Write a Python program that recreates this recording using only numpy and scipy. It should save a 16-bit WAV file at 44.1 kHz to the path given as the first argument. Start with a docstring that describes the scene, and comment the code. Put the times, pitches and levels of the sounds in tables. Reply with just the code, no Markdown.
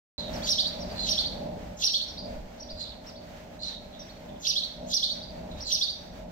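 """Sparrows chirp in a garden between houses: one near and loud, one further off, and hoarse calls from the hedges.
Each sparrow chirp is gliding tones: a thin, raspy lead-in, a high arch with an upper voice, then a low arch.
Delayed echoes and fading noise make the house fronts throw the birds back and let them ring.
A distant machine, a set of wavering sines, hums over the filtered noise of town rumble and airy hiss.
Gain control ducks under the loud chirps; the first moment is silent."""
import sys
import numpy as np
from scipy import signal
from scipy.fft import rfft, irfft, next_fast_len
from scipy.io import wavfile
from scipy.ndimage import uniform_filter1d, map_coordinates

SR = 44100
rng = np.random.default_rng(int(sys.argv[2]) if len(sys.argv) > 2 else 0)


def to_wav(sig):
    """Store sig (one row per channel, or 1-D mono) as 16-bit WAV at the path in sys.argv[1].

    Samples outside -1..1 are clipped; the rate is SR.
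    """
    pcm = np.clip(np.atleast_2d(sig), -1, 1) * 32767
    pcm = np.round(pcm).astype(np.int16)
    wavfile.write(sys.argv[1], SR, pcm.T)  # frames by channels


N = 278271
TIME = np.arange(N) / SR  # s


def undb(db):
    """Decibels to gain."""
    return 10 ** (np.asarray(db) / 20)


def unit(x):
    """Scale to rms 1."""
    return x / np.sqrt(np.mean(x ** 2))


def wander(rate, size=N):
    """Smooth random curve of rms 1, drawn through `rate` random points a second."""
    steps = np.arange(size) * rate / SR
    points = rng.standard_normal(int(steps[-1]) + 4)
    return unit(map_coordinates(points, [steps + 1], order=2))


def colour(x, spectrum, beyond_db=None):
    """Filter by a spectrum of (Hz, dB) points, joined by straight lines over log frequency."""
    hz, db = np.transpose(spectrum)
    length = x.shape[-1]
    size = next_fast_len(length + SR // 10, real=True)
    f = np.maximum(np.arange(size // 2 + 1) * SR / size, 1)
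    gain = undb(np.interp(np.log(f), np.log(hz), db, left=beyond_db, right=beyond_db))
    return irfft(rfft(x, size) * gain, size)[..., :length]


def noise(spectrum):
    """Two unrelated noises with a spectrum of (Hz, dB) points."""
    return unit(colour(rng.standard_normal((2, N)), spectrum, beyond_db=-120))


def add(track, start, sound):
    """Mix a sound into a track from a time in seconds on."""
    i = max(int(start * SR), 0)
    track[i:i + len(sound)] += sound[:N - i]


def bumps():
    """Soft low bumps: short swells of a deep tone whose pitch wanders widely, so that it rumbles unevenly."""
    # Each row: start in seconds, length in seconds, middle pitch in Hz, level in dB.
    bump_rows = [(1.544, 0.24, 59.6, -42), (2.203, 0.35, 53.2, -37), (2.679, 0.12, 48.4, -38.5),
                 (5.425, 0.32, 48.3, -38)]
    out = np.zeros(N)
    for start, length, hz, db in bump_rows:
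        size = int(length * SR)
        pitch = hz * (1 + 0.5 * wander(54.2, size))
        phase = 2 * np.pi * np.cumsum(pitch) / SR
        add(out, start, undb(db) * np.hanning(size) * np.sin(phase))
    return out


def swelling():
    """Rise in dB of the low background and of the air: loud at first, then smooth swells over a steady level."""
    # Each row: crest in seconds, length in seconds, rise of rumble and hum in dB, rise of the air in dB.
    swells = [(0.37, 0.41, 5.5, 5), (.94, 0.71, 5, 2.5), (1.52, 0.96, 5.5, -1), (2.282, 0.57, 7, 3),
              (4.32, 0.25, 3.5, 0), (4.838, 0.24, 6.5, 1), (5.43, 0.83, 6, 1.5), (6.18, 0.67, 3.5, 2)]
    early_db, settles_s, settle_time_s = 6, 1.6, 0.1
    early_rise = early_db * (1 - np.tanh((TIME - settles_s) / settle_time_s)) / 2
    rise = np.ones((2, 1)) * early_rise
    for crest_s, length, low_db, air_db in swells:
        crest = np.cos(np.pi * np.clip((TIME - crest_s) / length, -.5, .5)) ** 2
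        rise = rise + np.outer([low_db, air_db], crest)
    return rise


def town_rumble(apart_hz=800):
    """Low noise that reaches both microphones nearly alike; above apart_hz they hear more unlike noise."""
    # Each row of the rumble's spectrum: frequency in Hz, level in dB.
    town_spectrum = [(12, -14), (20, -10.5), (48, 2.5), (118, -7), (168, -3.5), (209, -2), (235, -12),
                     (265, -5.5), (358, -13), (445, -12), (526, -9.5), (633, -7), (748, -12), (827, -12),
                     (1100, -26.5), (1430, -99), (2420, -120)]
    mid, side = noise(town_spectrum)
    highpass = signal.butter(2, apart_hz, "high", fs=SR, output="sos")
    side = .26 * side + signal.sosfilt(highpass, noise(town_spectrum)[0])
    return unit(mid + side * np.array([[1], [-1]]))


def machine_hum(waver=0.2213, paths=0.48):
    """Steady lines of a distant machine, whose pitches waver more in Hz the higher they lie."""
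    # Each row: pitch in Hz, level in dB against the low background.
    hum_lines = [(177.6, -11), (236.9, -11), (549.1, -15), (586.8, -9), (624.5, -7.5), (683.7, -15.5)]
    hum = np.zeros((2, N))
    for hz, db in hum_lines:
        pitch = hz + np.sqrt(hz) * waver * wander(25)
        phase = 2 * np.pi * np.cumsum(pitch) / SR
        for ear in range(2):  # many paths shift the phase of the higher lines at each microphone
            shift = (hz / 620) ** 2 * (1.87 * ear + paths * wander(18))  # radians
            hum[ear] += undb(db) * np.sqrt(2) * np.sin(phase + shift)
    return undb(2.7 * wander(11.0)) * hum  # the whole hum wavers in level


def background(low_db=-45.5, town_db=-1):
    """Town rumble and machine hum swell together; an airy hiss flickers and swells over them."""
    # Each row of the hiss's spectrum: frequency in Hz, level in dB.
    air_spectrum = [(700, 6), (1100, 1.5), (1550, 2.5), (2200, 1.5), (4000, -3), (6500, -8.5), (9000, -20),
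                    (12000, -35.5), (13200, -15), (16000, -27)]
    air_db = np.array([[-54.5], [-53.5]])  # steady level, left and right
    low_rise, air_rise = swelling()
    low_sound = undb(town_db) * town_rumble() + machine_hum()
    air = noise(air_spectrum) * undb(air_db + air_rise + 1.9 * wander(18))
    return low_sound * undb(low_db + low_rise) + air


def arrival(close_s=0.0079):
    """A sharp arrival that ground, ledges and balconies follow within a few ms."""
    t = TIME[:SR // 40]
    close_scatter = rng.standard_normal(len(t)) * np.exp(-t / close_s) / np.sqrt(close_s * SR)
    return .9 * (t == 0) + close_scatter


def garden(song, scatter_db, t60, tail_db, left_db):
    """Direct sound, then duller echoes off the house fronts, scatter from walls and leaves, and a faint tail."""
    # Each echo off a house front: delay in seconds, left level in dB, right level in dB.
    walls = [(.012, -12, -17), (.027, -15, -18), (.057, -12, -18), (.066, -9, -5), (.135, -24, -22)]
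    # The house fronts return less of the highest notes. Each row: frequency in Hz, gain in dB.
    wall_colour = [(4500, -1.5), (5600, -5)]
    # Leaves dull all that is thrown back. Each row: frequency in Hz, gain in dB.
    foliage = [(3200, 1), (4500, -1), (5700, -2), (6500, -5), (9000, -6)]
    right_lag, build_s, tail_t60 = 17, .012, .9  # samples, s, s to fall 60 dB
    t = TIME[:SR]
    fade = undb(scatter_db - 60 * t / t60) + undb(tail_db - 60 * t / tail_t60)
    build_up = 1 - np.exp(-t / build_s)
    scatter = rng.standard_normal((2, SR)) * fade * build_up / np.sqrt(SR / 20)
    direct, echoes = np.zeros((2, SR)), np.zeros((2, SR))
    for ear, (lag, db) in enumerate([(0, left_db), (right_lag / SR, 0)]):
        add(direct[ear], lag, undb(db) * arrival())
        for delay, *wall_db in walls:
            add(echoes[ear], delay + lag, undb(wall_db[ear]) * arrival())
    response = direct + colour(scatter + colour(echoes, wall_colour), foliage)
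    return signal.fftconvolve(song[None], response, axes=1)[:, :N]


def whistle(shape, ratio, rough, flutter, overtone_db=-36):
    """One syllable: a gliding tone from the syrinx, with trembling pitch and strength and a weak octave."""
    s, hz, db = np.transpose(shape)
    t = np.arange(s[0], s[-1], 1 / SR)
    tremble = 1 + rough * wander(1600, len(t))
    pitch = np.interp(t, s, hz) * ratio * tremble
    phase = 2 * np.pi * np.cumsum(pitch) / SR
    level_db = np.interp(t, s, db) + flutter * wander(600, len(t))
    strength = undb(level_db) * signal.windows.tukey(len(t), .1)  # soft ends
    return strength * (np.sin(phase) + undb(overtone_db) * np.sin(2 * phase))


def hedge_birds(overtone_db=-34, rasp_db=-21, pulse_hz=95):
    """Hoarse, nearly level notes that chatter in fast pulses, with a thin rasp above them."""
    # Each row: start in seconds, length in seconds, middle pitch in Hz, level in dB.
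    hoarse_calls = [(0.15, 0.093, 3990, -31), (0.948, .13, 4143, -25.5), (2.773, 0.072, 4253, -29.5),
                    (2.841, 0.033, 3610, -38.5), (3.589, .09, 4150, -30.5), (3.61, 0.089, 5770, -43.5),
                    (3.638, 0.085, 3990, -32), (3.916, 0.056, 3820, -44.5), (4.28, 0.026, 3460, -50),
                    (5.494, 0.046, 3770, -43), (5.645, 0.058, 4210, -26)]
    song = np.zeros(N)
    for start, length, hz, db in hoarse_calls:
        # Each point: time in seconds, pitch in Hz, level in dB.
        shape = [(0, hz * .99, -18), (length * .45, hz * 1.02, 0), (length, hz * .95, -6)]
        note = whistle(shape, 1, rough=.058, flutter=3, overtone_db=overtone_db)
        rasp = whistle(shape, 1.6, rough=.11, flutter=3)
        note = note + undb(rasp_db) * rasp
        pulses = 1 + .5 * np.sin(2 * np.pi * pulse_hz * TIME[:len(note)])
        add(song, start, undb(db) * pulses * note)
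    return song


def sparrow(chirps, lead_db, growl_db):
    """A raspy lead-in, a high arch sung with both sides of the syrinx, then a low arch, all through the throat."""
    # Syllable shapes: a thin lead-in and the growl under it, the high arch and its upper voice, the low arch.
    # Each row: seconds from the top of the arch, pitch in Hz before the ratios below, level in dB.
    lead_in = [(-.092, 6500, -26), (-.06, 6450, -13), (-.042, 6300, -6), (-.028, 6100, -3),
               (-.012, 5900, -12)]
    lead_growl = [(-.07, 4200, -24), (-.045, 4100, -9), (-.033, 3900, -1), (-.022, 3800, -2),
                  (-.014, 3700, 3)]
    high_arch = [(-.025, 3500, -14), (-.018, 4000, -3), (-.013, 5000, -2), (-.008, 5650, -3),
                 (.001, 5780, -2), (.009, 5500, -2), (.017, 4700, -1), (.025, 4000, -3), (.033, 3400, -14)]
    upper_voice = [(-.023, 5500, -20), (-.017, 5700, -5), (-.004, 5780, -4), (.012, 5780, -7),
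                   (.025, 5650, -20)]
    low_arch = [(-.024, 3250, -18), (-.017, 3330, -3), (-.011, 3600, 2), (-.005, 4150, 3), (.002, 4520, 1),
                (.014, 4480, -2), (.021, 3900, -10), (.028, 3300, -18)]
    # Colour of windpipe and beak. Each row: frequency in Hz, gain in dB.
    throat = [(2100, -24), (2700, -8), (3100, -4), (7200, -8.5), (8300, -9), (11500, 4)]
    song = np.zeros(N)
    for s, db, gap, low_db, low_ratio, upper_db in chirps:
        ratio = 1 + .006 * rng.standard_normal()  # each chirp sits slightly higher or lower
        # Each part: shape, top in seconds, level in dB, pitch ratio, roughness as a share of the pitch.
        parts = [(lead_in, s, lead_db, 1, .07),
                 (lead_growl, s, growl_db, 1, .14),
                 (high_arch, s, 0, 1, .03),
                 (upper_voice, s, upper_db, 1, .016),
                 (low_arch, s + gap, low_db, low_ratio, .028)]
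        for shape, top, part_db, part_ratio, rough in parts:
            syllable = whistle(shape, ratio * part_ratio, rough, flutter=2.2)
            add(song, top + shape[0][0], undb(db + part_db) * syllable)
    return colour(song, throat)


def fizz(song, db, growth=1.0, window_s=0.043):
    """A broad, flickering sizzle: noise that follows the smoothed strength of the loud chirps."""
    # Each row of the sizzle's spectrum: frequency in Hz, level in dB.
    sizzle = [(6000, 9.5), (8500, -0.5), (10000, -6.5), (11500, -5), (12500, -12), (13500, -6.5),
              (16000, -7)]
    power = np.abs(uniform_filter1d(song ** 2, size=int(window_s * SR)))
    strength = power ** (growth / 2)
    return strength * noise(sizzle) * undb(db + 2 * wander(120))


def scene():
    """The birds in their garden over the background."""
    # Two-part chirps of the near and of the further sparrow.
    # Each row: top of the high arch in seconds, level in dB, seconds on to the top of the low arch,
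    # low arch level in dB, low arch pitch ratio, upper voice level in dB.
    near_chirps = [(.509, -9, 0.094, -3, 1.03, -1.5), (1.107, -11, 0.088, -1.5, 1.003, -3),
                   (1.857, -8.5, 0.1, -4.5, .99, 0), (4.487, -10.5, 0.09, -3, 0.97, -3.5),
                   (4.954, -10.5, .092, -1.5, 1, -3), (5.737, -11, .094, -1.5, 1.02, 1.5)]
    further_chirps = [(.349, -37, 0.091, 6, 1.03, -4), (.815, -36, 0.096, -3, 1.04, -9),
                      (2.095, -37, 0.093, 4, 1.08, -6), (2.617, -40.5, 0.089, 3, 1.07, 0),
                      (3.083, -43.5, 0.085, -0.5, 1.03, -1), (4.012, -45, 0.091, -0.5, 1, 6),
                      (5.143, -43.5, 0.084, 10, 1.02, 6), (5.622, -33, .12, -20, 1, -4)]
    # Colour of the further sparrow behind the hedge. Each row: frequency in Hz, gain in dB.
    hedge_colour = [(3500, -3.5), (4600, 3.5), (5500, 5.5), (6500, -0.5), (11000, -11)]
    hedges = garden(hedge_birds(), scatter_db=-1, t60=0.5, tail_db=-30, left_db=-4)
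    further = colour(sparrow(further_chirps, lead_db=-15, growl_db=-11), hedge_colour)
    further_heard = garden(further, scatter_db=1.5, t60=.42, tail_db=-16, left_db=0)
    near = sparrow(near_chirps, lead_db=-7, growl_db=-8)
    near_heard = garden(near, scatter_db=-.5, t60=.41, tail_db=-17, left_db=-2.2)
    birds = near_heard + fizz(near_heard[1], db=-29.5) + further_heard + hedges
    return birds + background() + bumps()


def record(dry, knee_db=-40, squeeze=0.22, release_s=0.11):
    """Two unlike microphones; gain control looks ahead, turns loud moments down and recovers; the top is cut."""
    # Left microphone against the right. Each row: frequency in Hz, gain in dB.
    left_colour = [(800, -0.5), (1300, 0), (2500, -3), (4400, -3.5), (8000, 1), (13000, 6)]
    start_s, top_hz = .18, 15800  # silence before, steep cut above
    heard = np.array([colour(dry[0], left_colour), dry[1]])
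    # the averaging window, in samples, lies almost wholly ahead of the moment it controls
    power = uniform_filter1d(np.mean(heard ** 2, axis=0), size=4000, origin=-1900)
    keep = np.exp(-1 / (release_s * SR))
    held = np.abs(signal.lfilter([1 - keep], [1, -keep], power))
    gain = (1 + held / undb(knee_db) ** 2) ** (-squeeze / 2)
    lowpass = signal.ellip(10, .2, 80, top_hz, fs=SR, output="sos")
    return signal.sosfilt(lowpass, heard * gain * (TIME > start_s))


dry = scene()
out = record(dry)
to_wav(out)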